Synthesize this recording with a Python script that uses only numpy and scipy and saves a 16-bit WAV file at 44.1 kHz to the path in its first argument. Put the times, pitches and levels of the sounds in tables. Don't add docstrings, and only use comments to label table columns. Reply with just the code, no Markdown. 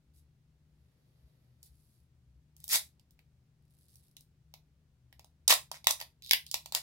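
import sys
import numpy as np
from scipy import signal
from scipy.fft import rfft, irfft
from scipy.io import wavfile

SR = 44100
rng = np.random.default_rng(int(sys.argv[2]) if len(sys.argv) > 2 else 0)


def persist_wave(psi):
    counts = np.round(np.clip(psi, -1, 1) * 32767).astype(np.int16)
    wavfile.write(sys.argv[1], SR, np.atleast_2d(counts).T)


N = 300938


def from_db(db):
    return 10 ** (np.asarray(db) / 20)


def unit_rms(x):
    return x / np.sqrt(np.mean(x ** 2) + 1e-20)


def drift(rate_hz):
    knots = rng.standard_normal(int(N / SR * rate_hz) + 2)
    return unit_rms(np.interp(np.arange(N) / SR * rate_hz, np.arange(len(knots)), knots))


def band(x, low_hz, high_hz=.45 * SR, order=2):
    return signal.sosfilt(signal.butter(order, [low_hz, high_hz], "band", fs=SR, output="sos"), x)


def coloured(x, colour, size=4096):
    hz, db = np.transpose(colour)
    bins_hz = np.fft.rfftfreq(size, 1 / SR)
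    gain = unit_rms(from_db(np.interp(np.log(bins_hz + 1), np.log(hz), db)))
    cepstrum = irfft(np.log(gain))
    cepstrum[1:size // 2] *= 2
    cepstrum[size // 2 + 1:] = 0
    impulse = irfft(np.exp(rfft(cepstrum)))
    return signal.oaconvolve(x, impulse[None], axes=-1)[:, :x.shape[-1]]


def noise_pair(correlation, size):
    mid, side = rng.standard_normal((2, size))
    mid, side = np.sqrt(1 + correlation) * mid, np.sqrt(1 - correlation) * side
    return np.array([mid + side, mid - side]) / np.sqrt(2)


def panned(x, pan_db):
    return x * unit_rms(from_db(np.array([[pan_db], [-pan_db]]) / 2))


def ping(t, hz, cycles):
    return unit_rms(np.sin(2 * np.pi * hz * t) * t * np.exp(-2 * t * hz / cycles))


def strokes(rows, fullness, peak_at):
    t, gain, breaks_per_s = np.arange(N) / SR, np.zeros(N), np.zeros(N)
    for start_s, length_s, peak_db, peak_per_s in rows:
        phase = np.interp((t - start_s) / length_s, [0, peak_at, 1], [0, .5, 1])
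        pull = (4 * phase * (1 - phase)) ** fullness
        gain = np.hypot(gain, from_db(peak_db) * pull)
        breaks_per_s = np.maximum(breaks_per_s, peak_per_s * pull ** .8)
    return gain, breaks_per_s


def crackle(pulls, colour, ring_s, correlation, pan_db, uneven_db=3, stick_slip_db=0):
    gain, breaks_per_s = pulls
    sizes = from_db(uneven_db * np.minimum(rng.exponential(1, N), 3)) ** 2
    thresholds = np.cumsum(rng.gamma(2, .5, N // 10))
    breaks = np.diff(np.searchsorted(thresholds, np.cumsum(breaks_per_s) / SR), prepend=0)
    rasp = unit_rms(from_db(stick_slip_db * drift(450)))
    energy = breaks * sizes / sizes.mean() * SR / np.maximum(breaks_per_s, 1) * (rasp * gain) ** 2
    pole = np.exp(-2 / (ring_s * SR))
    shake = np.sqrt(signal.lfilter([1 - pole], [1, -pole], energy + 1e-18))
    return panned(coloured(shake * noise_pair(correlation, N), colour), pan_db)


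def desk_bumps(desk_hz=65, half_width_s=.028):
    # centre in seconds, level in dB.
    bumps = [(0.169, -62), (1.252, -55.5), (1.72, -56), (2.291, -58.5), (2.37, -57), (3.139, -66),
             (5.169, -57.5)]
    t = np.arange(N) / SR
    return sum(from_db(db) * np.exp(-((t - s) / half_width_s) ** 2)
               * np.sin(2 * np.pi * desk_hz * (t - s)) for s, db in bumps)


def background(waver_db=4, rumble_db=-69.5, hiss_db=-84.5):
    # frequency in Hz, level in dB.
    hum_tones = [(75.4, -74), (123.8, -75.5), (150.7, -75)]
    # frequency in Hz, relative density in dB.
    rumble_colour = [(25, -16), (45, -12.5), (66, 0), (95, -8.5), (150, -7.5), (210, -14), (320, -22),
                     (600, -31), (1500, -43), (8000, -52.5)]
    hiss_colour = [(100, 3), (600, 2.5), (1500, 5.5), (5000, 2), (16000, -9)]
    t, hum = np.arange(N) / SR, np.zeros(N)
    for hz, db in hum_tones:
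        amplitude = np.sqrt(2) * from_db(db + waver_db * drift(7.3))
        hum += amplitude * np.sin(2 * np.pi * hz * t + .5 * drift(1.1))
    rumble = from_db(rumble_db) * coloured(noise_pair(.96, N), rumble_colour)
    swell = band(rumble, 40, 90, order=1) * (from_db(-.5 * drift(11)) - 1)
    hiss = from_db(hiss_db) * coloured(rng.standard_normal((2, N)), hiss_colour)
    return panned(hum + rumble + swell + desk_bumps(), pan_db=3) + hiss


def room(x, t60_s=.18, build_s=.0028, level_db=-5, mono_below_hz=570, size=16384):
    # frequency in Hz, relative density in dB.
    colour = [(200, -4.5), (400, -2.5), (620, 0), (1400, -1.5), (1950, -0.5), (2900, -2), (3800, 0.5),
              (7000, -2), (11000, 0.5), (16000, -3)]
    t = np.arange(size) / SR
    pair = noise_pair(.15, size)
    mid = pair.mean(axis=0)
    envelope = from_db(-60 * t / t60_s) * (1 - np.exp(-(t / build_s) ** 2))
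    tail = (mid + band(pair - mid, mono_below_hz)) * envelope
    tail = coloured(unit_rms(tail), colour) / np.sqrt(size)
    return from_db(level_db) * signal.oaconvolve(x, tail, axes=-1)[:, :N]


def strip_resonance(x, q=12):
    # frequency in Hz, boost in dB.
    modes = [(630, 4.5), (1930, 5.5), (2400, 2), (3800, 2.5), (4900, 2.5), (6150, 0)]
    return x + sum((from_db(db) - 1) * signal.lfilter(*signal.iirpeak(hz, q, fs=SR), x + 1e-18)
                   for hz, db in modes)


def finger_rub():
    # start in seconds, length in seconds, peak in dB, peak catches per second.
    rubs = [(0.6, 1.1, -80.5, 3000)]
    # frequency in Hz, relative density in dB.
    colour = [(200, 9), (500, 11), (900, -0.5), (2500, -4.5), (4500, -2.5), (7500, -12), (11000, -3),
              (16000, -11.5)]
    pulls = strokes(rubs, fullness=1, peak_at=.61)
    return crackle(pulls, colour, ring_s=.002, correlation=.31, pan_db=-1.5)


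def tack_lift():
    # start in seconds, length in seconds, peak in dB, peak strands per second.
    lifts = [(0.125, 0.087, -72, 600), (1.614, .07, -63, 900), (1.55, .53, -77, 900),
             (3.58, 0.59, -72, 170)]
    # frequency in Hz, relative density in dB.
    colour = [(1500, -28), (2800, -11.5), (4300, -4.5), (6800, -6.5), (10500, 2), (16000, -8)]
    pulls = strokes(lifts, fullness=1.3, peak_at=.65)
    return crackle(pulls, colour, ring_s=.0013, correlation=.22, pan_db=-1.2)


def strip_creak():
    # start in seconds, length in seconds, peak in dB, peak slips per second.
    creaks = [(6.215, 0.11, -53.5, 260), (6.46, .05, -64, 270), (6.58, 0.089, -75, 210)]
    # frequency in Hz, relative density in dB.
    colour = [(1500, -40), (2300, -30), (2800, -16.5), (3800, 1.5), (5200, -4.5), (7200, -19.5),
              (12000, -12), (16000, -17)]
    pulls = strokes(creaks, fullness=.45, peak_at=.39)
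    return crackle(pulls, colour, ring_s=.00055, correlation=.51, pan_db=-2.8, uneven_db=2.5)


def glue_peel():
    # start in seconds, length in seconds, peak in dB, peak strands per second.
    peels = [(2.56, .17, -68, 600), (2.688, .097, -26, 4200)]
    # frequency in Hz, relative density in dB.
    colour = [(300, -22), (700, -18.5), (1300, -12.5), (1900, -5), (2600, -3), (3000, -9.5), (3400, 0),
              (5500, 2), (7500, 1), (11000, 2), (16000, -4.5)]
    pulls = strokes(peels, fullness=1.4, peak_at=.58)
    return crackle(pulls, colour, ring_s=.00037, correlation=.32, pan_db=.8, stick_slip_db=2.5)


def thread_rip():
    # start in seconds, length in seconds, peak in dB, peak breaks per second.
    rips = [(2.722, .052, -33, 1450), (5.48, .062, -22, 1500), (5.735, 0.044, -49, 580),
            (5.87, 0.051, -37.5, 410), (5.98, 0.055, -51.5, 700), (6.725, 0.076, -42, 525)]
    # frequency in Hz, relative density in dB.
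    colour = [(200, -23.5), (350, -19.5), (600, -5.5), (950, -3.5), (1400, -4), (2000, -2), (4000, -2.5),
              (8000, -4), (16000, -11)]
    pulls = strokes(rips, fullness=1.3, peak_at=.49)
    return crackle(pulls, colour, ring_s=.00079, correlation=.62, pan_db=-.7)


def snaps(rise_s=.00074, ring_s=.00068, desk_bounce_s=.0021, flap_cycles=1.3, correlation=.28, size=1024):
    # start in seconds, relative level in dB, crack centre in Hz, flap offset in dB.
    buckles = [(2.996, -65.5, 4410, -13), (3.191, -62.5, 2390, -9), (4.167, -49.5, 3980, -25),
               (4.5392, -49.5, 4100, -6), (5.1265, -57.5, 2915, -8.5), (5.1943, -53.5, 4000, -4),
               (5.2445, -57.5, 5180, -3), (5.4785, -17.5, 5996, -29), (5.48, -18.5, 5900, -21),
               (5.496, -24, 4830, -17), (5.5042, -17, 4440, -11), (5.5091, -20, 3680, -22),
               (5.525, -21.5, 4200, -2.5), (5.5385, -22.5, 5000, -21), (5.715, -36, 4620, -2.5),
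               (5.8429, -45.5, 3670, -11.5), (5.8698, -16.5, 3670, -8), (5.9055, -33, 4520, -1.5),
               (5.9088, -21.5, 5800, -25.5), (6.0017, -42, 4335, -17), (6.0128, -37.5, 3350, -6.5),
               (6.0237, -46, 4060, -5.5), (6.222, -52, 4130, -38), (6.2618, -49, 4260, -34),
               (6.2937, -43.5, 4240, -31), (6.31, -16, 3260, -23.5), (6.3205, -33, 4020, -22),
               (6.333, -18, 2950, -20.5), (6.465, -46, 5140, -33), (6.5134, -34, 5520, -39),
               (6.542, -24.5, 4180, -13), (6.659, -42, 3960, -8.5), (6.7225, -36.5, 4797, -10),
               (6.7489, -22, 4720, -15.5)]
    # start in seconds, relative tick level in dB.
    glue_pops = [(1.6294, -50), (2.5653, -54.5), (2.602, -54), (2.641, -39), (2.6794, -39), (2.6909, -35.5),
                 (2.7305, -24), (3.1077, -61.5), (3.9563, -54.5), (4.2082, -55.5)]
    # relative flap level in dB, pitch in Hz.
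    flap_pitch = [(-65, 823), (-22, 1025)]
    events = [(s, hz, db, db + offset_db, db - 2) for s, db, hz, offset_db in buckles]
    events += [(s, 5500, db - 9, db - 30, db) for s, db in glue_pops]
    out, t = np.zeros((2, N + size)), np.arange(size) / SR
    shake = np.exp(-t / ring_s) * (1 - np.exp(-t / rise_s))
    shake += from_db(-10) * np.interp(t - desk_bounce_s, t, shake)
    thud = from_db(-35.5) * ping(t, hz=300, cycles=.92)
    scale = np.sqrt(.004 * SR / size)
    for start_s, crack_hz, crack_db, flap_db, tick_db in events:
        burst = noise_pair(correlation, size) * shake
        crack = unit_rms(band(burst, crack_hz / 1.805, crack_hz * 1.805, order=5))
        crease = from_db(-7) * ping(t, crack_hz, cycles=4)
        tick = unit_rms(band(noise_pair(correlation, size) * shake, low_hz=7500))
        flap_hz = np.interp(flap_db, *np.transpose(flap_pitch))
        swing = np.sin(2 * np.pi * flap_hz * t) * np.exp(-t * flap_hz / flap_cycles)
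        flap = unit_rms(band(swing, flap_hz / 1.8, flap_hz * 1.8))
        snap = from_db(crack_db - 2) * panned(crack + crease + thud, pan_db=-1.5)
        snap += from_db(tick_db - 1) * tick + from_db(flap_db - 1) * flap
        at = int(start_s * SR)
        out[:, at:at + size] += scale * snap
    return panned(out[:, :N], pan_db=-.67)


def scene(left_lag_s=.00015):
    tearing = strip_resonance(glue_peel() + tack_lift() + thread_rip() + strip_creak() + finger_rub())
    snapping = strip_resonance(snaps())
    left, right = tearing + snapping
    n = np.arange(N)
    direct = np.array([np.interp(n - round(left_lag_s * SR), n, left), right])
    reflections = room(tearing + from_db(-1.5) * snapping)
    return direct + reflections + background()


def record(dry, ceiling=1.1, cutoff_hz=15900):
    rounded = ceiling * np.tanh(dry / ceiling)
    return signal.sosfilt(signal.ellip(10, .2, 70, cutoff_hz, fs=SR, output="sos"), rounded)


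dry = scene()
out = record(dry)
persist_wave(out)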